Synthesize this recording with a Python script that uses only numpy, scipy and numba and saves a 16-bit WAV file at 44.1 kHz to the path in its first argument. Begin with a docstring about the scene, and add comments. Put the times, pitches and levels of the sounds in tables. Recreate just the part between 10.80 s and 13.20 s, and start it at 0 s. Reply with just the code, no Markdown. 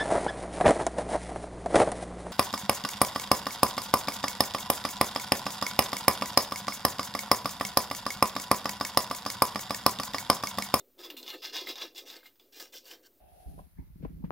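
"""Paper sachet torn in a kitchen

A small paper sachet is torn, squeezed and shaken close to a phone in a tiled kitchen.
Dense fibre clicks ring the stiff sheet in short strokes and single creases snap at their own pitch.
A faint low tone sinks as the tear begins, and filtered bursts make the rumble of hands on the worktop.
Decaying noise gives the small room its short tail; coloured noise is the quiet hum behind."""
import sys
import numpy as np
from scipy import signal
from scipy.fft import rfft, irfft
from scipy.io import wavfile
from scipy.ndimage import uniform_filter1d
from numba import njit

SR = 44100
rng = np.random.default_rng(int(sys.argv[2]) if len(sys.argv) > 2 else 0)


def wrap_up_sound(samples):
    """Save the sound to the file named by the first command line argument, as 16-bit audio."""
    columns = np.atleast_2d(samples).T
    # keep every value between -1 and 1, then stretch to whole-number steps
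    tamed = np.clip(columns, -1, 1)
    steps = np.round(tamed * 32767).astype(np.int16)
    wavfile.write(sys.argv[1], SR, steps)


def field_ratio(decibels):
    """Amplitude ratio for a level in dB (20 dB per decade); scalars and array-likes work."""
    return 10 ** (np.asarray(decibels, dtype=float) / 20)


N = 105840

# Broad colour of paper clicks. Each row: frequency in Hz, relative level in dB per Hz.
PAPER = [(600, -8), (800, -5), (1100, -5.5), (1450, -10.5), (2000, -9.5), (2800, -7), (4000, -3.5),
         (5100, -11.5), (5900, -23.5), (8000, -24), (10000, -23), (12000, -15.5), (14200, -7.5),
         (16000, -10)]


def unit(x):
    """Scales a sound to an rms of 1."""
    return x / np.sqrt(np.mean(x ** 2))


def colour(x, points):
    """Causal minimum-phase filter through (Hz, dB) points, built from the folded cepstrum."""
    points = np.array(points, float)
    freqs = np.fft.rfftfreq(4096, 1 / SR)
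    level_db = np.interp(np.log(freqs + 1), np.log(points[:, 0]), points[:, 1])
    cepstrum = irfft(level_db * np.log(10) / 20)
    cepstrum[1:2048] *= 2
    cepstrum[2049:] = 0
    response = irfft(np.exp(rfft(cepstrum)))[:2048]
    return signal.fftconvolve(x, response)[:N]


def band(x, lo_hz, hi_hz):
    """Keeps the range between two frequencies."""
    edges = [lo_hz, min(hi_hz, 0.45 * SR)]
    return signal.sosfilt(signal.butter(4, edges, "band", fs=SR, output="sos"), x)


def ring(x, hz, width_hz):
    """One fixed resonance, gain 1 at its centre."""
    return signal.lfilter(*signal.iirpeak(hz, hz / width_hz, SR), x)


@njit
def moving_ring(x, hz, width_hz):
    """One resonance whose centre moves, as a state-variable filter; gain 1 at the centre."""
    y, band_state, low_state = np.empty(len(x)), 0., 0.
    for i in range(len(x)):
        g = np.tan(np.pi * hz[i] / SR)
        k = width_hz / hz[i]
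        v = (band_state + g * (x[i] - low_state)) / (1 + g * (g + k))
        band_state = 2 * v - band_state
        low_state = low_state + 2 * g * v
        y[i] = k * v
    return y


def walk(rate):
    """Random levels held for 1 / rate seconds and slewed twice."""
    hold = int(SR / rate)
    levels = np.repeat(rng.standard_normal(N // hold + 1), hold)
    slewed = uniform_filter1d(uniform_filter1d(levels, hold), hold)
    return 2.04 * slewed[:N]


def curve(rows, index):
    """One column of a table, drawn over time; the first column is seconds."""
    rows = np.array(rows, float)
    return np.interp(np.arange(N) / SR, rows[:, 0], rows[:, index])


def effort():
    """Gains of the finger strokes, summed in power: sheet, lower body and fine treble."""
    # Strokes on the paper. Each row: start in seconds, swell in seconds, time to fall 20 dB in seconds
    # (never under 0.015), level in dB, lower body in dB and fine treble in dB relative to that level.
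    strokes = [(0, 0.0015, -0.27, -59, -4, -3), (0.178, 0.026, 0.06, -52, -6, -4),
               (0.221, 0.026, 0.06, -45.5, -8.5, -7), (0.299, 0.0041, -0.04, -40.5, -25, -10),
               (0.365, 0.0047, 0.09, -47, -16, -2), (0.422, 0.003, 0.54, -53.5, -40, -9),
               (0.463, 0.044, -0.01, -38, -12, -12), (0.51, 0.033, 0.03, -44.5, -1, -7.5),
               (0.618, 0.031, 0.07, -36, -11, -12), (0.725, 0.034, 0.1256, -35.5, -8, -12.5),
               (0.86, 0.036, 0.0547, -34, -11, -12), (0.955, 0.026, 0.0431, -42, -7.5, -17),
               (0.993, 0.03, 0.0682, -37.5, -7, -12.5), (1.146, 0.037, 0.0558, -43.5, -10.5, -5.5),
               (1.252, 0.03, 0.15, -48.5, -8, -6), (1.331, 0.034, -0.04, -52, -0.5, -9),
               (1.43, 0.031, 0.05, -55, -6, -2), (1.554, 0.0029, 0.0044, -65.5, -6, -25),
               (1.593, 0.0012, 0.16, -69.5, -30, -4), (1.721, 0.06, 0.06, -50, -9, -3),
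               (1.796, 0.0041, 0.08, -46, -6, -1), (1.921, 0.019, 0.0626, -48.5, -7.5, -2),
               (1.951, 0.009, 0.0727, -48.5, -34, -5), (2.041, 0.037, 0.03, -53, -8.5, -1),
               (2.088, 0.026, 0.0633, -50, -5.5, -4.5), (2.225, 0.04, 0.02, -61.5, -7, -2)]
    start_db, grip_s, fall_curve = -11, 0.0031, 1.2  # grips under its top, swells, falls ever faster
    power = np.full((3, N), 1e-18)
    for start_s, swell_s, fall_s, db, low_db, fine_db in strokes:
        i = int(start_s * SR)
        fall_s = max(fall_s, 0.015)
        t = np.arange(min(N - i, int((swell_s + 4 * fall_s) * SR))) / SR
        rise_db = start_db * (1 - t / swell_s).clip(0, 1)
        drop_db = 20 * ((t - swell_s) / fall_s).clip(0) ** fall_curve
        gain = field_ratio(db + rise_db - drop_db) * (t / grip_s).clip(0, 1)
        power[:, i:i + len(t)] += np.outer(field_ratio([0, low_db, fine_db]), gain) ** 2
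    return np.sqrt(power)


def fibres(clicks_per_s, scatter_db, click_s):
    """Short bursts of breaking fibres, scattered in size, over a rubbing hiss."""
    rub_db = -2.5
    breaks = rng.random(N) < clicks_per_s / SR
    sizes = field_ratio(scatter_db * rng.exponential(1, N).clip(0, 3))
    burst_noise, rub_noise = rng.standard_normal((2, N))
    envelope = signal.lfilter([1], [1, -np.exp(-1 / (click_s * SR))], breaks * sizes)
    return unit(unit(envelope * burst_noise) + field_ratio(rub_db) * rub_noise)


def crinkle(body, low, fine):
    """Bursts of many colours ring the sheet; its modes shift, come and go as the paper bends."""
    # Modes of the sheet. Each row: centre in Hz, width in Hz, relative level in dB while it is torn,
    # relative level in dB once it hangs open.
    modes = [(1018, 74, -4, -44), (1232, 39, -11.5, -9.5), (1613, 147, -13.5, -4), (1775, 36, -11.5, -18),
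             (2087, 50, -8, -11.5), (2463, 25, -8.5, -6.5), (2820, 69, 1.5, -1.5), (3126, 61, -18, 2.5),
             (3480, 69, -0.5, -3.5), (3712, 98, 1, -8), (4047, 80, -2, -2), (4522, 74, -2, 2.5),
             (4910, 160, 0.5, -2), (5100, 105, -2.5, -5), (5520, 274, -9.5, 0)]
    # Edges in Hz of the ranges in which fibres snap.
    patch_hz = (650, 1300, 2300, 3300, 4400, 7000, 10500, 16500)
    # The sheet's upper range as the tear moves on. Each row: time in seconds, relative level in dB.
    upper = [(0, -5.5), (.22, -2), (.56, -6.5), (.66, 0), (.9, -3.5), (1.2, -1.5), (1.6, -4.5), (1.8, -1),
             (2.4, -2.5)]
    opens_s = (1.1, 1.95)  # the sheet changes shape between these times
    modes_db, mode_walk_db, mode_walk_per_s = 8, 2, 22
    bend, bend_per_s = 0.0065, 15  # scale of the shift of each mode, as a share of its pitch

    def burst():
        return fibres(clicks_per_s=900, scatter_db=4, click_s=0.00048)

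    wide = burst()  # spans all ranges, beside a separate burst in each
    patches = [band(wide + burst(), lo, hi) for lo, hi in zip(patch_hz, patch_hz[1:])]

    opened = np.interp(np.arange(N) / SR, opens_s, (0, 1))
    moving_modes = []
    for hz, width_hz, torn_db, open_db in modes:
        level_db = modes_db + torn_db + (open_db - torn_db) * opened
        gain = field_ratio(level_db + mode_walk_db * walk(mode_walk_per_s))
        centre_hz = hz * (1 + bend * walk(bend_per_s))
        moving_modes.append((centre_hz, float(width_hz), gain))

    def sheet(push):
        ringing = sum(moving_ring(push * gain, hz, width) for hz, width, gain in moving_modes)
        return colour(push, PAPER) + band(ringing, 820, 7150)

    # level of each part under a steady push, so that the strokes set the final level
    steady = sheet(sum(patches))
    low = low / np.std(band(steady, patch_hz[0], patch_hz[2]))
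    body = body / np.std(band(steady, patch_hz[2], patch_hz[5]))
    fine = fine / np.std(band(steady, patch_hz[5], patch_hz[7]))
    gains = (low, low, body, body, body * field_ratio(curve(upper, index=1)), fine, fine)
    return sheet(sum(patch * gain for patch, gain in zip(patches, gains)))


def snaps():
    """A crease buckles: a tick, a short ring at its own pitch and a rustle of settling paper."""
    # Crease snaps. Each row: time in seconds, level in dB before the common trim, ring in Hz.
    creases = [(0.191, -38.5, 3580), (0.2359, -36, 3510), (0.3011, -26, 2820), (0.3671, -33.5, 2820),
               (0.4293, -32, 4120), (0.4639, -34.5, 3540), (0.4789, -26, 3490), (0.625, -34.5, 2820),
               (0.7313, -33.5, 4950), (0.844, -51, 4360), (0.8709, -24, 2092), (0.8895, -28, 4700),
               (0.9561, -28.5, 3630), (1.0184, -32.5, 4600), (1.1593, -38, 3540), (1.2736, -40, 2830),
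               (1.3008, -30, 3880), (1.3656, -35, 4490), (1.4306, -44, 1610), (1.4573, -38.5, 2080),
               (1.5972, -43, 3480), (1.732, -46, 4380), (1.8022, -31.5, 4700), (1.934, -41, 2460),
               (2.055, -39.5, 4600), (2.112, -31.5, 3030)]
    trim_db, ring_s = -8.5, 0.0044
    tick_db, tick_s, tail_db, tail_s = -31, 0.00023, -11.5, 0.031
    rustles, rings = np.zeros(N), np.zeros(N)
    t = np.arange(3000) / SR
    rustle_shape = field_ratio(tick_db) * np.exp(-t / tick_s) + field_ratio(tail_db) * np.exp(-t / tail_s)
    for start_s, db, hz in creases:
        i = int(start_s * SR)
        gain = field_ratio(db + trim_db)
        ring_noise, rustle_noise = rng.standard_normal((2, len(t)))
        tone = np.sin(2 * np.pi * hz * t) + 0.87 * band(ring_noise, hz * 0.63, hz * 1.87)
        rings[i:i + len(t)] += gain * (tone * np.exp(-t / ring_s))[:N - i]
        rustles[i:i + len(t)] += gain * (rustle_noise * rustle_shape)[:N - i]
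    paper_rms = np.std(colour(rng.standard_normal(N), PAPER))
    return rings + colour(rustles, PAPER) / paper_rms


def slide():
    """A faint, wavering low tone sinks as the tear begins: a sine with a gliding pitch."""
    # Low rubbing tone. Each row: time in seconds, pitch in Hz before wavering, rms level in dB likewise.
    glide = [(.18, 352, -60), (.255, 350, -57), (.39, 249.7, -59.5), (.5, 232.4, -68)]
    t = np.arange(N) / SR
    pitch_hz = curve(glide, index=1) * (1 + 0.016 * walk(24.6))
    tone = np.sqrt(2) * np.sin(2 * np.pi * np.cumsum(pitch_hz) / SR)
    sounding = (t > glide[0][0]) & (t < glide[-1][0])
    return tone * field_ratio(curve(glide, index=2) + 1.7 * walk(19.3)) * sounding


def hands(low):
    """Fingers and packet rumble through the worktop, all along and, lagging, with each stroke."""
    # Rumble of hands and packet. Each row: time in seconds, level in dB before wavering.
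    rumble = [(0.0, -62.5), (0.14, -78.5), (0.2, -59), (0.57, -59), (1.05, -73), (1.12, -61), (1.38, -63),
              (1.53, -74.5), (1.7, -72), (2.1, -62.5), (2.4, -74)]
    # Colour of the worktop. Each row: frequency in Hz, relative level in dB per Hz.
    worktop = [(71, -80), (120, -33), (162, -60), (238, -5), (345, -1.5), (542, -1), (689, -9), (1000, -21),
               (1300, -17.5), (2200, -120)]
    # Resonances of the worktop. Each row: centre in Hz, width in Hz, relative level in dB.
    top_modes = [(366, 70, 3.5), (538, 45, -3)]
    bump_db, bump_s = -3.5, 0.01  # share of a stroke that reaches the worktop, and its lag
    follow = 1 / (bump_s * SR)
    bumps = signal.lfilter([follow], [1, follow - 1], low) * field_ratio(bump_db)
    gain = np.hypot(field_ratio(curve(rumble, index=1)), bumps) * field_ratio(1.7 * walk(29.35))
    knocks = colour(fibres(clicks_per_s=900, scatter_db=0.23, click_s=0.0023), worktop)
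    resonances = sum(field_ratio(db) * ring(knocks, hz, width) for hz, width, db in top_modes)
    return unit(knocks + resonances) * gain


def room_tail(near):
    """The small room's short tail: noise decaying exponentially, convolved with the near sound."""
    tail_db, t60_s = -10, 0.069
    t = np.arange(SR // 2) / SR
    tail = rng.standard_normal(len(t)) * np.exp(-np.log(1000) * t / t60_s) * (t > 0.003)
    tail = tail / np.sqrt(np.sum(tail ** 2))
    return field_ratio(tail_db) * signal.fftconvolve(near, tail)[:N]


def hum():
    """Nearly steady room and street noise, as coloured noise."""
    # Colour of the hum. Each row: frequency in Hz, relative level in dB per Hz.
    room_colour = [(21, -26), (36, 0), (58, -19), (113, -9), (158, -28), (226, -5.5), (284, -1), (497, -25),
                   (594, -21.5), (1560, -22.5), (11700, -22.5), (14700, -8.5), (15900, -17.5)]
    return unit(colour(rng.standard_normal(N), room_colour)) * field_ratio(-68.5 + 0.43 * walk(9.5))


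def port_difference(mid):
    """Unlikeness of the two microphone ports: treble noise that follows the level of the sound."""
    level_db, range_hz = -8, (7680, 12200)
    treble_power = uniform_filter1d(band(mid, *range_hz) ** 2, size=400)
    noise = unit(band(rng.standard_normal(N), *range_hz))
    return field_ratio(level_db) * np.sqrt(treble_power.clip(0)) * noise


def scene():
    """Paper and hands close to the phone, with the room around them, in two channels."""
    body, low, fine = effort()
    close = crinkle(body, low, fine) + snaps() + slide() + hands(low)
    near = band(close, 215, SR)  # the phone's bass cut for near sounds, in Hz
    mid = near + room_tail(near) + hum()
    side = port_difference(mid)
    return np.array([mid + side, mid - side])


def band_limit(x):
    """A steep low-pass at the top of the band."""
    return signal.sosfilt(signal.butter(12, 16060, fs=SR, output="sos"), x)


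def record(dry):
    """The phone cuts the top steeply and its converter adds a tiny offset."""
    top_hz, offset = 15830, -0.0002
    top_cut = signal.ellip(10, 0.2, 60, top_hz, fs=SR, output="sos")
    mix = signal.sosfilt(top_cut, dry) + offset
    return band_limit(mix)


dry = scene()
out = record(dry)
wrap_up_sound(out)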